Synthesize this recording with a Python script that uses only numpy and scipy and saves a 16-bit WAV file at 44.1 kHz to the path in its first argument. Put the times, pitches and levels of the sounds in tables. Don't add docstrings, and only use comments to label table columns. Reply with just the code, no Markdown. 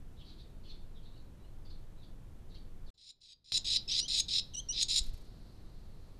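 import sys
import numpy as np
from scipy import signal
from scipy.fft import rfft, irfft, next_fast_len
from scipy.io import wavfile
from scipy.ndimage import uniform_filter1d, map_coordinates

SR = 44100
rng = np.random.default_rng(int(sys.argv[2]) if len(sys.argv) > 2 else 0)


def volts(x):
    e = np.asarray(x, float) / 20
    return 10 ** e


def dump(signal):
    limited = np.clip(np.atleast_2d(signal).T, -1, 1)
    pcm = np.round(limited * 32767).astype(np.int16)
    wavfile.write(sys.argv[1], SR, pcm)


N = 273067

# f/Hz, t60/s
CORNER = [(2000, 0.1), (3200, 0.14), (4500, 0.14), (7000, 0.084), (12000, 0.029)]
# f/Hz, t60/s
GARAGE = [(2000, 0.53), (4300, 0.43), (6500, 0.29), (12000, 0.045)]
CUT_S, RESUME_S, FULL_S = 2.9034, 2.94, 3.5204
TOP_HZ = 13950


def unit(x):
    return x / np.sqrt(np.mean(x ** 2) + 1e-20)


def along(points, hz):
    f, value = np.transpose(points)
    return np.interp(np.log(hz + 1), np.log(f + 1), value)


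def clock():
    return np.arange(N) / SR


def wobble(rate, count=N):
    knots = rng.standard_normal(int(count * rate / SR) + 4)
    return map_coordinates(knots, [np.arange(count) * rate / SR])


def filtered(x, response):
    size = next_fast_len(N + SR // 2)
    return irfft(rfft(x, size) * response(np.fft.rfftfreq(size, 1 / SR)), size)[:N]


def modes(table):
    def response(f):
        total = 0
        for k, (centre, width, db) in enumerate(table):
            one = 1j * f * width / (centre * centre - f * f + 1j * f * width)
            total = total + (-1) ** k * volts(db) * one ** 2
        return total
    return response


def phrase(rows, edge):
    s, *columns = np.transpose(rows)
    n = np.arange(round(s[0] * SR), round(s[-1] * SR))
    t = n / SR
    gate = np.clip(np.minimum(t - s[0], s[-1] - t) / edge, 0, 1)
    return n, gate, [np.interp(t, s, column) for column in columns]


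def room(x, decay):
    out, step = np.zeros(N + 2 * SR), SR // 4
    for start in range(0, N, step):
        piece = x[start:start + step]
        if np.abs(piece).max() < 1e-6:
            continue
        hz, t, z = signal.stft(rng.standard_normal(SR * 3 // 4), SR, nperseg=128)
        fade = volts(-60 * t / along(decay, hz)[:, None])
        tail = signal.istft(z * fade, SR, nperseg=128)[1]
        wet = signal.fftconvolve(piece, tail / np.linalg.norm(tail))
        out[start:start + len(wet)] += wet
    return out[:N]


def preamp():
    # f/Hz, density/dB per Hz
    hiss_curve = [(4.7, -8), (8.0, 0.5), (27, -5), (113, -13), (254, -22.5), (369, -26), (418, -28.5),
                  (459, -28.5), (589, -32.5), (2320, -46.5), (3700, -47.5), (4600, -50.5), (13700, -55.5)]
    # multiple, level/dB
    buzz = [(2, -55.5), (3, -82.5), (4, -74), (6, -71.5), (8, -78.5)]
    throb_hz, beat_s, still_s = 17.6, 0.987, 0.34
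    t = clock()
    hiss = unit(filtered(rng.standard_normal(N), lambda f: volts(along(hiss_curve, f)) * (f > 4)))
    beat = np.sin(np.pi * (t - still_s) / beat_s)
    level = volts(-42 - 6 * (t > CUT_S))
    throb = level * beat * np.sin(2 * np.pi * throb_hz * t)
    for k, db in buzz:
        throb += volts(db) * np.sin(2 * np.pi * k * throb_hz * t)
    return volts(-50.5) * hiss + throb * ((t < CUT_S) | (t > FULL_S))


def flock():
    leaves_s, fade_db_per_s = 5.25, 7
    band = unit(filtered(rng.standard_normal(N), modes([(4200, 1300, 0)])))
    faded_db = fade_db_per_s * np.maximum(clock() - leaves_s, 0)
    return band * volts(-71.5 - faded_db + 0.5 * wobble(10))


def far_chirps():
    # t/s, length/s, start f/Hz, end f/Hz, level/dB
    chirps = [(0.149, 0.057, 3870, 3790, -70.5), (0.184, 0.042, 3700, 3146, -63),
              (0.222, 0.12, 4280, 3870, -62.5), (0.363, 0.06, 3790, 4200, -63),
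              (0.61, 0.11, 4380, 4440, -67.5), (0.624, 0.067, 3430, 2954, -68.5),
              (0.678, 0.048, 4610, 3716, -59), (0.937, .06, 4090, 2900, -69.5),
              (1.009, 0.091, 4200, 3805, -69), (1.079, .1, 3940, 3830, -74),
              (1.136, 0.037, 2600, 3000, -79), (1.15, 0.053, 4370, 4000, -70),
              (1.392, 0.027, 3790, 3900, -77), (1.434, 0.043, 4050, 4200, -78),
              (1.435, 0.025, 2900, 3050, -77), (1.644, 0.03, 4630, 4450, -67),
              (1.648, 0.022, 3630, 3650, -71.5), (1.688, 0.036, 4600, 3820, -63),
              (1.959, 0.085, 3880, 4200, -74.5), (2.016, 0.026, 3680, 3110, -67),
              (2.024, 0.031, 4520, 4630, -72), (2.488, 0.041, 4470, 3590, -67.5),
              (2.534, 0.029, 4670, 3540, -60), (2.857, .04, 4670, 3450, -66)]
    # f/Hz, width/Hz, level/dB
    rafters = [(2700, 2600, -5.5), (3650, 1270, 0.5), (4460, 800, 0.5), (5600, 2900, -9)]
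    out = np.zeros(N)
    rasp = unit(filtered(rng.standard_normal(N), modes([(4200, 11000, 0)])))
    for s, length, start_hz, end_hz, db in chirps:
        hoarse_hz = 270 * volts(0.55 * (db + 66))
        count, start = round(length * SR), round(s * SR)
        pitch = np.linspace(start_hz, end_hz, count) + hoarse_hz * wobble(500.8, count=count)
        voice = np.sin(2 * np.pi * np.cumsum(pitch) / SR)
        voice += hoarse_hz / 700 * rasp[start:start + count]
        swell = np.hanning(count) ** 0.7
        out[start:start + count] += volts(db + 5) * swell * voice
    out = filtered(out, modes(rafters))
    return volts(-11) * out + volts(-4.0) * room(out, CORNER) + volts(-4.0) * room(out, GARAGE)


def wings():
    # t/s, air push/dB, sign and share of the push, width/s, feather swish/dB
    strokes = [
        (5.016, -22.5, -0.71, 0.0044, -73.5),
        (5.039, -44.5, 1, 0.0072, -64.5),
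        (5.066, -17, 0.17, 0.013, -64.5),
        (5.092, -22.5, -0.66, 0.0058, -69),
        (5.141, -30.5, 0.91, 0.0028, -67),
        (5.176, -45, 0.23, 0.011, -71.5),
        (5.215, -36.5, -0.64, 0.0078, -74.5),
        (5.25, -59, 0.64, .007, -77.5),
    ]
    push, swish, t = np.zeros(N), np.zeros(N), clock()
    feathers = unit(filtered(rng.standard_normal(N), modes([(5280, 29000, 0)])))
    for s, push_db, sign, width, swish_db in strokes:
        push += sign * volts(push_db) * np.exp(-0.5 * ((t - s) / width) ** 2)
        swish += volts(swish_db) * np.exp(-0.5 * ((t - s) / 0.006) ** 2) * feathers
    vent = lambda f: 1j * f / (6 + 1j * f)
    return filtered(push, vent) + swish + volts(5.5) * room(swish, CORNER)


def parent():
    # t/s, second partial f/Hz, level/dB
    calls = [
        [(3.876, 5460, -43), (3.887, 5060, -40.5), (3.905, 5410, -43), (3.919, 5700, -36), (3.927, 6100, -36),
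         (3.936, 6470, -57)],
        [(4.005, 5500, -39), (4.013, 5600, -39), (4.021, 5700, -34)],
        [(4.026, 5900, -32), (4.033, 5840, -38), (4.045, 5970, -45.5), (4.06, 6410, -55), (4.068, 6340, -52)],
        [(4.535, 6420, -51), (4.543, 5910, -44.5), (4.554, 5690, -40), (4.561, 5730, -50)],
        [(4.563, 6340, -48.5), (4.575, 5830, -40.5), (4.587, 5980, -39.5), (4.599, 6290, -42),
         (4.606, 6780, -50)],
        [(4.686, 5600, -35), (4.699, 5710, -34.5), (4.704, 5900, -34.5), (4.721, 5865, -37), (4.73, 6500, -48)],
    ]
    # first partial/dB, undertones/dB, stuttered start/s
    tones = [
        (-54.5, -20, 0.0011),
        (-55, -38, 0.0013),
        (-49, -42, 0),
        (-50.5, -15, 0.011),
        (-48, -16.5, 0.0027),
        (-51, -34, 0.00066),
    ]
    # multiple of the first, level above the second/dB
    partials = [(3, -22.5), (4, -47)]
    first_db_per_khz, stutter_hz = 13, 190
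    out = np.zeros(N)
    air = unit(filtered(rng.standard_normal(N), modes([(5500, 9900, -1), (7900, 2800, 13)])))
    for rows, (first_db, under_db, stutter_s) in zip(calls, tones):
        n, gate, (hz, db) = phrase(rows, edge=0.0037)
        count = len(n)
        hz = uniform_filter1d(hz, size=SR // 200, mode="nearest")
        t = (n - n[0]) / SR
        gate = gate * np.where(t < stutter_s, np.sin(np.pi * stutter_hz * t) ** 2, 1)
        turn = np.pi * np.cumsum(hz + 28 * wobble(270, count=count)) / SR
        tone = np.sin(2 * turn)
        for k, level in partials:
            tone += volts(level) * np.sin(k * turn)
        thirds = turn / 3 + 0.4 * wobble(300, count=count)
        under = np.sin(4 * thirds) + volts(-6) * np.sin(8 * thirds) + volts(-8) * air[n]
        first = volts(first_db + first_db_per_khz * (hz - hz.mean()) / 1000) * np.sin(turn)
        quaver = volts(2.5 + wobble(160, count=count))
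        out[n] += gate * quaver * (first + volts(db) * (tone + volts(under_db) * under))
    return out


def peeps():
    # t/s, f/Hz, level/dB
    closing = [
        (3.33, 4780, -32),
        (3.765, 4710, -33.5),
        (3.995, 4790, -29),
        (4.195, 5070, -36),
        (4.828, 5270, -43),
        (4.986, 5150, -51),
    ]
    out, t = np.zeros(N), np.arange(SR // 10) / SR
    fade = volts(-60 * t / 0.095)
    onset = 1 - np.exp(-t / 0.00098)
    for s, hz, db in closing:
        turn = 2 * np.pi * np.cumsum(hz + 70 * wobble(200, count=len(t))) / SR
        out[round(s * SR):][:len(t)] += volts(db) * fade * onset * np.sin(turn)
    return out


def chicks():
    # t/s, length/s, peak/dB, brightness/dB, final brightness/dB
    rasps = [
        (2.742, 0.15, -29, -8, 0),
        (2.974, 0.14, -30.5, -14.5, -4),
        (3.205, 0.13, -31, -13, -10.5),
        (3.442, 0.14, -30, -13.5, -5.5),
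        (3.644, 0.13, -29, -13, -13.5),
        (3.884, 0.12, -29, -21, -8),
        (4.079, 0.13, -28, -13.5, 1),
        (4.281, 0.12, -29.5, -15, -17.5),
        (4.725, 0.11, -28, -25, 3.5),
        (4.882, .114, -28.5, -10.5, -1.5),
    ]
    # f/Hz, width/Hz, level/dB
    throat_modes = [(2020, 810, -18.5), (2550, 370, -10.5), (3354, 970, -7.5), (3943, 546, 7),
                    (4996, 790, 2), (5600, 1030, -12.5)]
    # f/Hz, width/Hz, level/dB
    beak_modes = [(6817, 400, -0.5), (8240, 520, -7), (10160, 770, -20.5), (13100, 650, -34),
                  (14200, 320, -46)]
    # f/Hz, width/Hz, level/dB
    breath = [(9000, 2600, -24)]
    swell_db_per_s, catch_db, catch_s, spent_db, spent_s = 72, 9, 0.003, 9, 0.004
    gape_s, flash_db, flash_s = 0.03, 6.5, 0.006
    startled, startled_swell = 8, 2.17
    stretch, gape_stretch = 0.018, 1.7

    low, high = np.zeros(N), np.zeros(N)
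    for k, (s, length, peak_db, bright_db, final_db) in enumerate(rasps):
        n, gate, (t,) = phrase([(s, 0), (s + length, length)], edge=0.0013)
        left = length - t
        swell = swell_db_per_s * (startled_swell if k == startled else 1)
        db = peak_db - swell * np.maximum(left - spent_s, 0)
        db -= catch_db * np.exp(-t / catch_s)
        db -= spent_db * np.maximum(1 - left / spent_s, 0)
        level = gate * volts(db)
        gape_db = (final_db - bright_db) * np.exp(-left / gape_s)
        low[n] += level
        high[n] += level * volts(bright_db + gape_db + flash_db * np.exp(-t / flash_s))

    slaps = (rng.random(N) < 1100 / SR) * volts(2.5 * rng.standard_normal(N))
    drive = unit(slaps - slaps.mean()) + 1.1 * rng.standard_normal(N)
    drive *= volts(1.7 * wobble(220) + 0.6 * wobble(50))
    throat, beak = modes(throat_modes), modes(beak_modes)

    def loudness(response):
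        gain = np.abs(response(np.linspace(1, SR / 2, 4096)))
        return np.std(drive) * np.sqrt(np.mean(gain ** 2))

    throat_rms, beak_rms = loudness(throat), loudness(beak)
    neck = np.pi / 4 * (1 + np.tanh(wobble(9)))
    short = (np.cos(neck), 1 - stretch, drive)
    long = (np.sin(neck), 1 + stretch, np.roll(drive, SR))
    voice = np.zeros(N)
    for share, shift, source in (short, long):
        voice += filtered(share * low * source, lambda f: throat(f * shift)) / throat_rms
        voice += filtered(share * high * source, lambda f: beak(f * shift ** gape_stretch)) / beak_rms
    voice += filtered(high * np.roll(drive, -SR), modes(breath)) / beak_rms
    return filtered(voice, lambda f: 1 / (1 + (1850 / (f + 1)) ** 6))


def scene():
    near = chicks() + peeps() + parent()
    corner = volts(-13) * room(np.roll(near, 90), CORNER)
    garage = volts(-23.0) * room(np.roll(near, 400), GARAGE)
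    visit = near + corner + garage + wings() + flock()
    return (np.where(clock() < CUT_S, far_chirps(), visit) + preamp())[None]


def thin_treble(x):
    # f/Hz, depth/dB
    valley = [(5500, 12), (7500, 5.5), (10500, 2.7), (14000, 2.5)]
    hz, _, z = signal.stft(x, SR, nperseg=1024)
    near = uniform_filter1d(uniform_filter1d(np.abs(z) ** 2, size=5, axis=0), size=3, axis=1)
    near_db = 10 * np.log10(np.abs(near) + 1e-20)
    below = hz < TOP_HZ - 200
    around_db = near_db.copy()
    around_db[below] = uniform_filter1d(near_db[below], size=45, axis=0)
    stands_out = near_db > around_db - along(valley, hz)[:, None]
    kept = stands_out | (hz < valley[0][0])[:, None]
    return signal.istft(z * kept, SR, nperseg=1024)[1][:N]


def band_limit(x):
    return signal.sosfilt(signal.butter(12, 14530, fs=SR, output="sos"), x)


def record(dry):
    headroom = 0.17
    t = clock()
    rounded = dry[0] / (1 + np.abs(dry[0] / headroom) ** 3) ** (1 / 3)
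    thinned = thin_treble(filtered(rounded, lambda f: f < TOP_HZ))
    hushed = volts(-23) * np.clip((t - RESUME_S) / 0.0035, 0, 1)
    opened = np.clip((t - FULL_S) / 0.0003 + 0.5, 0, 1)
    gain = np.where(t < CUT_S, 1, hushed + (1 - hushed) * opened)
    jolt = volts(-30.5) * (t > FULL_S) * np.exp(-np.abs(t - FULL_S) / 0.000093)
    mix = thinned[None] * gain + jolt
    return band_limit(mix)


dry = scene()
out = record(dry)
dump(out)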